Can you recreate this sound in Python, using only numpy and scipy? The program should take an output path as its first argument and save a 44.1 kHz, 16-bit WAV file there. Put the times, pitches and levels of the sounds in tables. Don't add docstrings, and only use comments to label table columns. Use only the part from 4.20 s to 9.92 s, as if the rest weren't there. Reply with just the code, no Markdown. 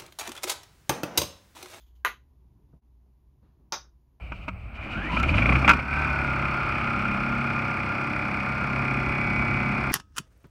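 import sys
import numpy as np
from scipy import signal
from scipy.fft import rfft, irfft
from scipy.io import wavfile

SR = 44100
rng = np.random.default_rng(int(sys.argv[2]) if len(sys.argv) > 2 else 0)


def inscribe(sig):
    pcm = np.round(np.clip(np.atleast_2d(sig).T, -1, 1) * 32767)
    wavfile.write(sys.argv[1], SR, pcm.astype(np.int16))


N = 252252
T = np.arange(N) / SR

PULL_S, CATCH_S, GOVERN_S, SETTLE_S = 0.49, 0.959, 1.36, 1.95
RUNNING_HZ = 33.36

# order, relative_db
DRONE = [(1, -28), (2, -6), (3, -4), (4, 2), (5, -12), (6, -2), (7, -1), (8, -10.5), (9, -9.5), (10, -10.5),
         (11, -9), (12, -17), (13, -18.5), (14, -19), (15, -15), (16, -45.5), (17, -8.5), (18, -12.5),
         (19, -11.5), (20, -21), (21, -11.5), (22, -6), (23, -45.5), (24, -32), (25, -5), (26, -10.5),
         (27, -6.5), (28, -15), (29, -10), (30, -17.5), (31, -8), (32, -8), (33, -11.5), (34, -29.5),
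         (35, -18), (36, -0.5), (37, -15.5), (38, -27), (39, -27), (40, -11)]
# frequency_hz, relative_db
PANEL_COLOUR = [(240, -43.5), (400, -6), (436, -10.5), (580, -3), (662, -2), (717, -5), (776, -2),
                (916, -7), (1380, 0), (1650, -8.5), (1950, -17.5), (2540, -39), (4290, -120)]
# frequency_hz, relative_db
HEAD_COLOUR = [(1750, -12), (1950, -11.5), (2040, -5), (2120, -4.5), (2290, 0.5), (2460, 4), (2540, -5),
               (2750, -11.5), (3050, -21), (3400, -22.5), (3800, -30.5)]


def engine():
    cycle = np.cumsum(speed()) / SR
    knocking = np.interp(T, [1.35, 1.7], [.15, .9])
    return (exhaust(cycle) + first_firings(cycle) + throb(cycle) + panels_and_head(cycle, knocking)
            + valves(cycle) + fan(cycle) + knocking * alternator(cycle))


def exhaust(cycle):
    # frequency_hz, relative_db
    boom = [(60, -3), (110, -3.5), (170, -2.5), (240, -1.5), (330, -7), (420, -26.5)]
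    puffs = unit(colour(noise() * (1 + 0.41 * np.cos(2 * np.pi * cycle)), boom))
    puffs *= drive_gain(-37.5, doubling_db=7, open_db=12.5, lean_db=2)
    drone = ramp(CATCH_S, .2) * hum(cycle, DRONE[:12], wander_db=2.5)
    drone *= drive_gain(-32.5, doubling_db=-1, open_db=7, lean_db=2.6)
    unsettled = 1 - ramp(SETTLE_S, 0.44)
    return undb(-5 * unsettled) * drone + puffs


def first_firings(cycle):
    # start_s, level_db
    stray_firings = [(1.444, -18.5), (1.589, -25), (1.726, -28.5)]
    times = np.interp(np.arange(int(cycle[-1])) + .45, cycle, T)
    times = times[(times > CATCH_S) & (times < GOVERN_S + .015)]
    levels_db = -17 + 3.5 * np.log2(np.interp(times, T, speed()) / RUNNING_HZ)
    bangs, attack = np.zeros(N), 1 - fade(.012)
    for start_s, level_db in stray_firings + list(zip(times, levels_db)):
        add(bangs, start_s, undb(level_db) * attack * burst(0.058))
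    return undb(2) * colour(bangs, HEAD_COLOUR) + undb(-1.5) * colour(bangs, PANEL_COLOUR)


def throb(cycle):
    boom_hz, out = 79.6, 0
    for order, base_db, open_db in [(2, -35, 10.5), (4, -45.5, 20.5)]:
        off_boom_db = -9 * np.log2(order * speed() / boom_hz) ** 2
        gain = undb(base_db + open_db * throttle() + off_boom_db)
        out += gain * np.sqrt(2) * np.sin(2 * np.pi * order * cycle)
    return out * ramp(CATCH_S, 0.51) * (1 - ramp(SETTLE_S + 0.23, 0.31)) * coast()


def panels_and_head(cycle, knocking):
    rustle = np.sqrt(1 - knocking ** 2)
    loose = clatter(cycle, t60=0.026, slop_s=0.00025, scatter_db=2.5)
    loose = colour(loose, [(450, -7.5), (900, -2.5), (1150, -1.5), (2000, 1.0)])
    panels = knocking * unit(colour(loose, PANEL_COLOUR)) + rustle * unit(colour(noise(), PANEL_COLOUR))
    panels += undb(-2) * knocking * hum(cycle, DRONE[12:], wander_db=1.5)
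    panels *= drive_gain(-34.5, doubling_db=5.5, open_db=4, lean_db=0.5)
    tight = clatter(cycle, t60=0.019, slop_s=.00004, scatter_db=1.83)
    head = knocking * unit(colour(tight, HEAD_COLOUR)) + rustle * unit(colour(noise(), HEAD_COLOUR))
    head *= drive_gain(-34.5, doubling_db=4.5, open_db=1.5, lean_db=1.15)
    return panels + head


def clatter(cycle, t60, slop_s, scatter_db):
    # cycle_fraction, relative_db
    knocks = [(.07, -7), (0.199, -3), (0.349, -2), (0.461, -9.5), (0.602, -14), (.66, -6), (.77, -1),
              (0.878, -2.5), (0.969, -6.5)]
    out, cycles = np.zeros(N), np.arange(int(cycle[-1]) + 1)
    for fraction, level_db in knocks:
        timing, force = rng.standard_normal((2, len(cycles)))
        times = np.interp(cycles + fraction, cycle, T) + slop_s * timing
        gains = undb(level_db + scatter_db * force) * (cycles + fraction < cycle[-1])
        blows = np.bincount(np.maximum(times * SR, 0).astype(int), gains, N)[:N]
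        out += signal.fftconvolve(blows, burst(t60))[:N]
    return unit(out)


def fan(cycle):
    angle = 2 * np.pi * cycle
    flow = (speed() / RUNNING_HZ) ** 3 * coast()
    whine = undb(-32.5 + 2.5 * walk(15)) * np.sin(42 * angle + .25 * walk(12))
    whine *= 1 + .6 * np.sin(angle)
    air = clatter(cycle, t60=0.027, slop_s=.0001, scatter_db=-0.5) + undb(-7.5) * noise()
    howl = undb(-35) * unit(colour(air, [(1100, -24), (1235, -0.5), (1320, 1), (1480, -15.5)]))
    # frequency_hz, relative_db
    rush_colour = [(2400, -7.5), (2650, 5), (3050, -3.5), (3500, -12.5)]
    rush = undb(-45.5) * unit(colour(air + noise(), rush_colour))
    pass_s, whine_reach_s, vent_reach_s = 2.61, 1.08, 0.38
    whine_distance = np.hypot(1, (T - pass_s) / whine_reach_s)
    vent_distance = np.hypot(1, (T - pass_s) / vent_reach_s)
    return flow * (whine / whine_distance + (howl + rush) / vent_distance)


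def alternator(cycle):
    # order, relative_db
    partials = [(61, -2.5), (68, 3.5), (73, -2.5), (102, -24.5), (129, -25), (144, -24), (163, -35.5)]
    gain = drive_gain(-39.5, doubling_db=7.5, open_db=-4, lean_db=4.5)
    return gain * hum(cycle, partials, wander_db=3.5)


def valves(cycle):
    # frequency_hz, relative_db
    gas_colour = [(1940, -34), (3300, 4.5), (3970, -14), (4270, 2), (4900, -1.5), (5100, -2.5),
                  (5560, -1.5), (6020, -8), (6870, -13.5), (7540, -16), (8380, -13), (10600, -27),
                  (13600, -23.5), (16000, -38.5)]
    since_lift = (cycle - .58) % 1
    lift = .32 + (1 - np.exp(-since_lift / .04)) * np.exp(-since_lift / .36)
    ticks = np.interp(T, [1, 1.6], [.3, 1]) * clatter(cycle, t60=.06, slop_s=.000006, scatter_db=1)
    spurts = unit(lift * (noise() + undb(-4) * ticks))
    whirr = undb(-4) * unit(colour(ticks, [(3400, 2.0), (4300, 5), (5400, -2.0), (5900, -16.0)]))
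    ring = undb(-21) * unit(colour(spurts, [(7800, -31.5), (8230, 12.5), (8370, -5), (8800, -23.5)]))
    gas = unit(colour(spurts, gas_colour))
    gas = colour(gas, [(3000, -5.0), (6300, -2.5), (8500, 0.0), (16000, -0.5)])
    return drive_gain(-56.5, doubling_db=10.5, open_db=6.5, lean_db=0.6) * (gas + whirr + ring)


def speed():
    # time_s, cycle_hz
    run_up = [(.55, 4), (.75, 11), (1.0, 15), (1.1, 19.5), (1.2, 26), (1.3, 31.24), (1.55, 35.01),
              (1.8, 36.9), (2.13, 33.36)]
    times, cycle_hz = np.transpose(run_up)
    depth_hz, period_s, peak_s = .17, 1.07, 3.26
    hunting = depth_hz * np.cos(2 * np.pi * (T - peak_s) / period_s)
    return np.interp(T, times, cycle_hz) + hunting * (T > times[-1])


def throttle():
    return np.exp(-np.maximum(T - GOVERN_S, 0) / 0.18)


def coast():
    return undb(-6.5 * bump(1.65, 0.068))


def drive_gain(running_db, doubling_db, open_db, lean_db):
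    load_db = doubling_db * np.log2(speed() / RUNNING_HZ) + open_db * throttle()
    at_rest_db = -30 * (1 - ramp(PULL_S - .05, 0.3))
    heave_db = 1.5 * bump(0.633, 0.02)
    return undb(running_db + load_db + at_rest_db + heave_db + lean_db * ramp(4.51, 0.16)) * coast()


def grip():
    # start_s, level_db, crack_relative_db
    blows = [(.119, -27, -42), (0.274, -39.5, -9), (0.28, -26, -17), (.284, -25.5, -18), (.997, -27.5, -2),
             (1.028, -27.5, -0.5), (1.478, -7.5, -21), (1.484, -12.5, -26), (1.4919, -6.5, -10.5),
             (1.5, -7.5, -21), (1.5097, -11.5, -26), (1.514, -20, -7), (1.533, -18, -13)]
    # pitch_hz, relative_db, ring_time_ratio
    case_modes = [(187.6, -15.5, 5.9), (264, -4, 0.65), (360, -17, 0.66), (633, -5, 0.48),
                  (910, -0.5, 0.31), (957, -5, 1.3), (1263, 3, 0.34), (1375, 0.5, 1.05), (1506, -0.5, 1.1),
                  (1590, -3.5, 0.61), (2104, -1, 0.54), (2295, -5, 0.64), (2550, -28, 0.43),
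                  (3260, -15.5, 0.93)]
    ring_s, even_blow_db = 0.051, -11.5
    modes, shell, crack = np.zeros((3, N))
    for start_s, level_db, crack_db in blows:
        tilt_db = 0.57 * (level_db - even_blow_db)
        attack = 1 - fade(.0018 * 2 ** ((even_blow_db - level_db) / 6))
        for pitch_hz, mode_db, ring_ratio in case_modes:
            polarity, detune = rng.choice([-1, 1]), 1 + 0.005 * rng.standard_normal()
            gain = undb(level_db + mode_db + tilt_db * np.log2(max(pitch_hz, 700) / 1300))
            tone = polarity * np.sin(2 * np.pi * pitch_hz * detune * T[:N // 20])
            add(modes, start_s, gain * attack * fade(ring_s * ring_ratio) * tone)
        add(shell, start_s, undb(level_db) * attack * burst(ring_s))
        add(crack, start_s, undb(level_db + crack_db) * attack * burst(0.039))
    shell = colour(shell, [(700, -11), (1300, 11.0), (1800, -12), (2400, 9.5), (3600, -22.0),
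                           (6000, -29.5), (15000, -71)])
    crack = colour(crack, [(2000, 17.5), (5000, 1.5), (9000, -10.0), (16000, -20)])
    return undb(-5.5) * modes + undb(-1.5) * shell + crack


def rope():
    # start_s, length_s, first_hz, last_hz, level_db
    zips = [(0.72, 0.19, 1390, 2123, -36), (0.889, 0.09, 965, 1037, -32.5), (0.958, 0.1, 1290, 1410, -28.5)]
    out, edge_s = np.zeros(N), 0.0083
    for start_s, length_s, first_hz, last_hz, level_db in zips:
        pitch_hz = first_hz + (last_hz - first_hz) * np.clip((T - start_s) / length_s, 0, 1) ** 1.7
        envelope = np.clip(np.minimum(T - start_s, start_s + length_s - T) / edge_s, 0, 1)
        angle = 2 * np.pi * np.cumsum(pitch_hz * (1 + 0.043 * walk(250))) / SR
        overtone = undb(-14) * np.interp(pitch_hz, [1500, 1800], [1, .1])
        out += envelope * undb(level_db + 3.1 * walk(90)) * (np.sin(angle) + overtone * np.sin(2 * angle))
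    return out


def reel():
    # frequency_hz, relative_db
    scrape_colour = [(2150, -5), (2500, 4.5), (2950, 3), (3300, -13.5), (4500, -16), (6000, -26.5),
                     (10000, -35)]
    pull = np.clip((T - PULL_S) / (CATCH_S - PULL_S), 0, 1)
    gain = undb(-60 + 21 * pull + 4.5 * walk(12)) * (1 - ramp(CATCH_S + 0.33, 0.31))
    return gain * unit(colour(noise(), scrape_colour))


def yard():
    # frequency_hz, relative_db
    air_colour = [(120, 1.5), (300, -5.5), (450, -11), (700, -5), (950, -13.5), (1300, -6), (1800, -21.5),
                  (2400, -1), (3000, -26), (3600, -36.5), (4500, -34.5), (7000, -53), (16000, -43.5)]
    rumble = unit(colour(noise(), [(25, -12), (42, -6.5), (58, 1.0), (75, -5.5), (110, -9), (220, -30)]))
    hiss = undb(-49 + walk(2.1)) * unit(colour(noise(), air_colour))
    lull = bump(3.8, 0.65)
    return undb(-39 - 12 * lull) * rumble + hiss


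def whistle(pitch_hz, level_db):
    return undb(level_db) * np.sin(2 * np.pi * np.cumsum(pitch_hz * (1 + .012 * walk(160))) / SR)


def hum(cycle, partials, wander_db):
    angle = 2 * np.pi * (cycle + .0018 * walk(16))
    return unit(sum(undb(db + wander_db * walk(1.5)) * np.sin(order * angle + rng.uniform(0, 2 * np.pi))
                    for order, db in partials))


def colour(x, points):
    hz, db = np.transpose(points)
    log_hz = np.log(np.fft.rfftfreq(N, 1 / SR) + 1)
    skirts_db = 60 * (np.maximum(np.log(hz[0]) - log_hz, 0) + np.maximum(log_hz - np.log(hz[-1]), 0))
    gain = unit(undb(np.maximum(np.interp(log_hz, np.log(hz), db) - skirts_db, -100)))
    cepstrum = irfft(np.log(gain), N)
    cepstrum[1:N // 2] *= 2
    cepstrum[N // 2 + 1:] = 0
    return signal.fftconvolve(x, irfft(np.exp(rfft(cepstrum)), N)[:N // 20])[:N]


def undb(db):
    return 10 ** (np.asarray(db) / 20)


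def unit(x):
    return x / np.sqrt(np.mean(x ** 2))


def noise():
    return rng.standard_normal(N)


def walk(rate_hz):
    return unit(irfft(rfft(noise()) / (1 + (np.fft.rfftfreq(N, 1 / SR) / rate_hz) ** 4), N))


def fade(t60):
    return np.exp(-np.log(1000) * T[:N // 20] / t60)


def burst(t60):
    return fade(t60) * rng.standard_normal(N // 20)


def ramp(centre_s, length_s):
    return np.clip(.5 + (T - centre_s) / length_s, 0, 1)


def bump(centre_s, width_s):
    return np.exp(-((T - centre_s) / width_s) ** 2)


def add(out, start_s, sound):
    i = int(start_s * SR)
    out[i:i + len(sound)] += sound[:N - i]


def scene():
    starter = grip() + rope() + reel()
    return (engine() + starter + yard() + whistle(pitch_hz=8150, level_db=-82.5))[None]


def record(dry):
    ceiling, top_hz = .72, 15900
    rounded = dry / (1 + (dry / ceiling) ** 4) ** (1 / 4)
    return signal.sosfilt(signal.ellip(8, .2, 70, top_hz, fs=SR, output="sos"), rounded)


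dry = scene()
out = record(dry)
inscribe(out)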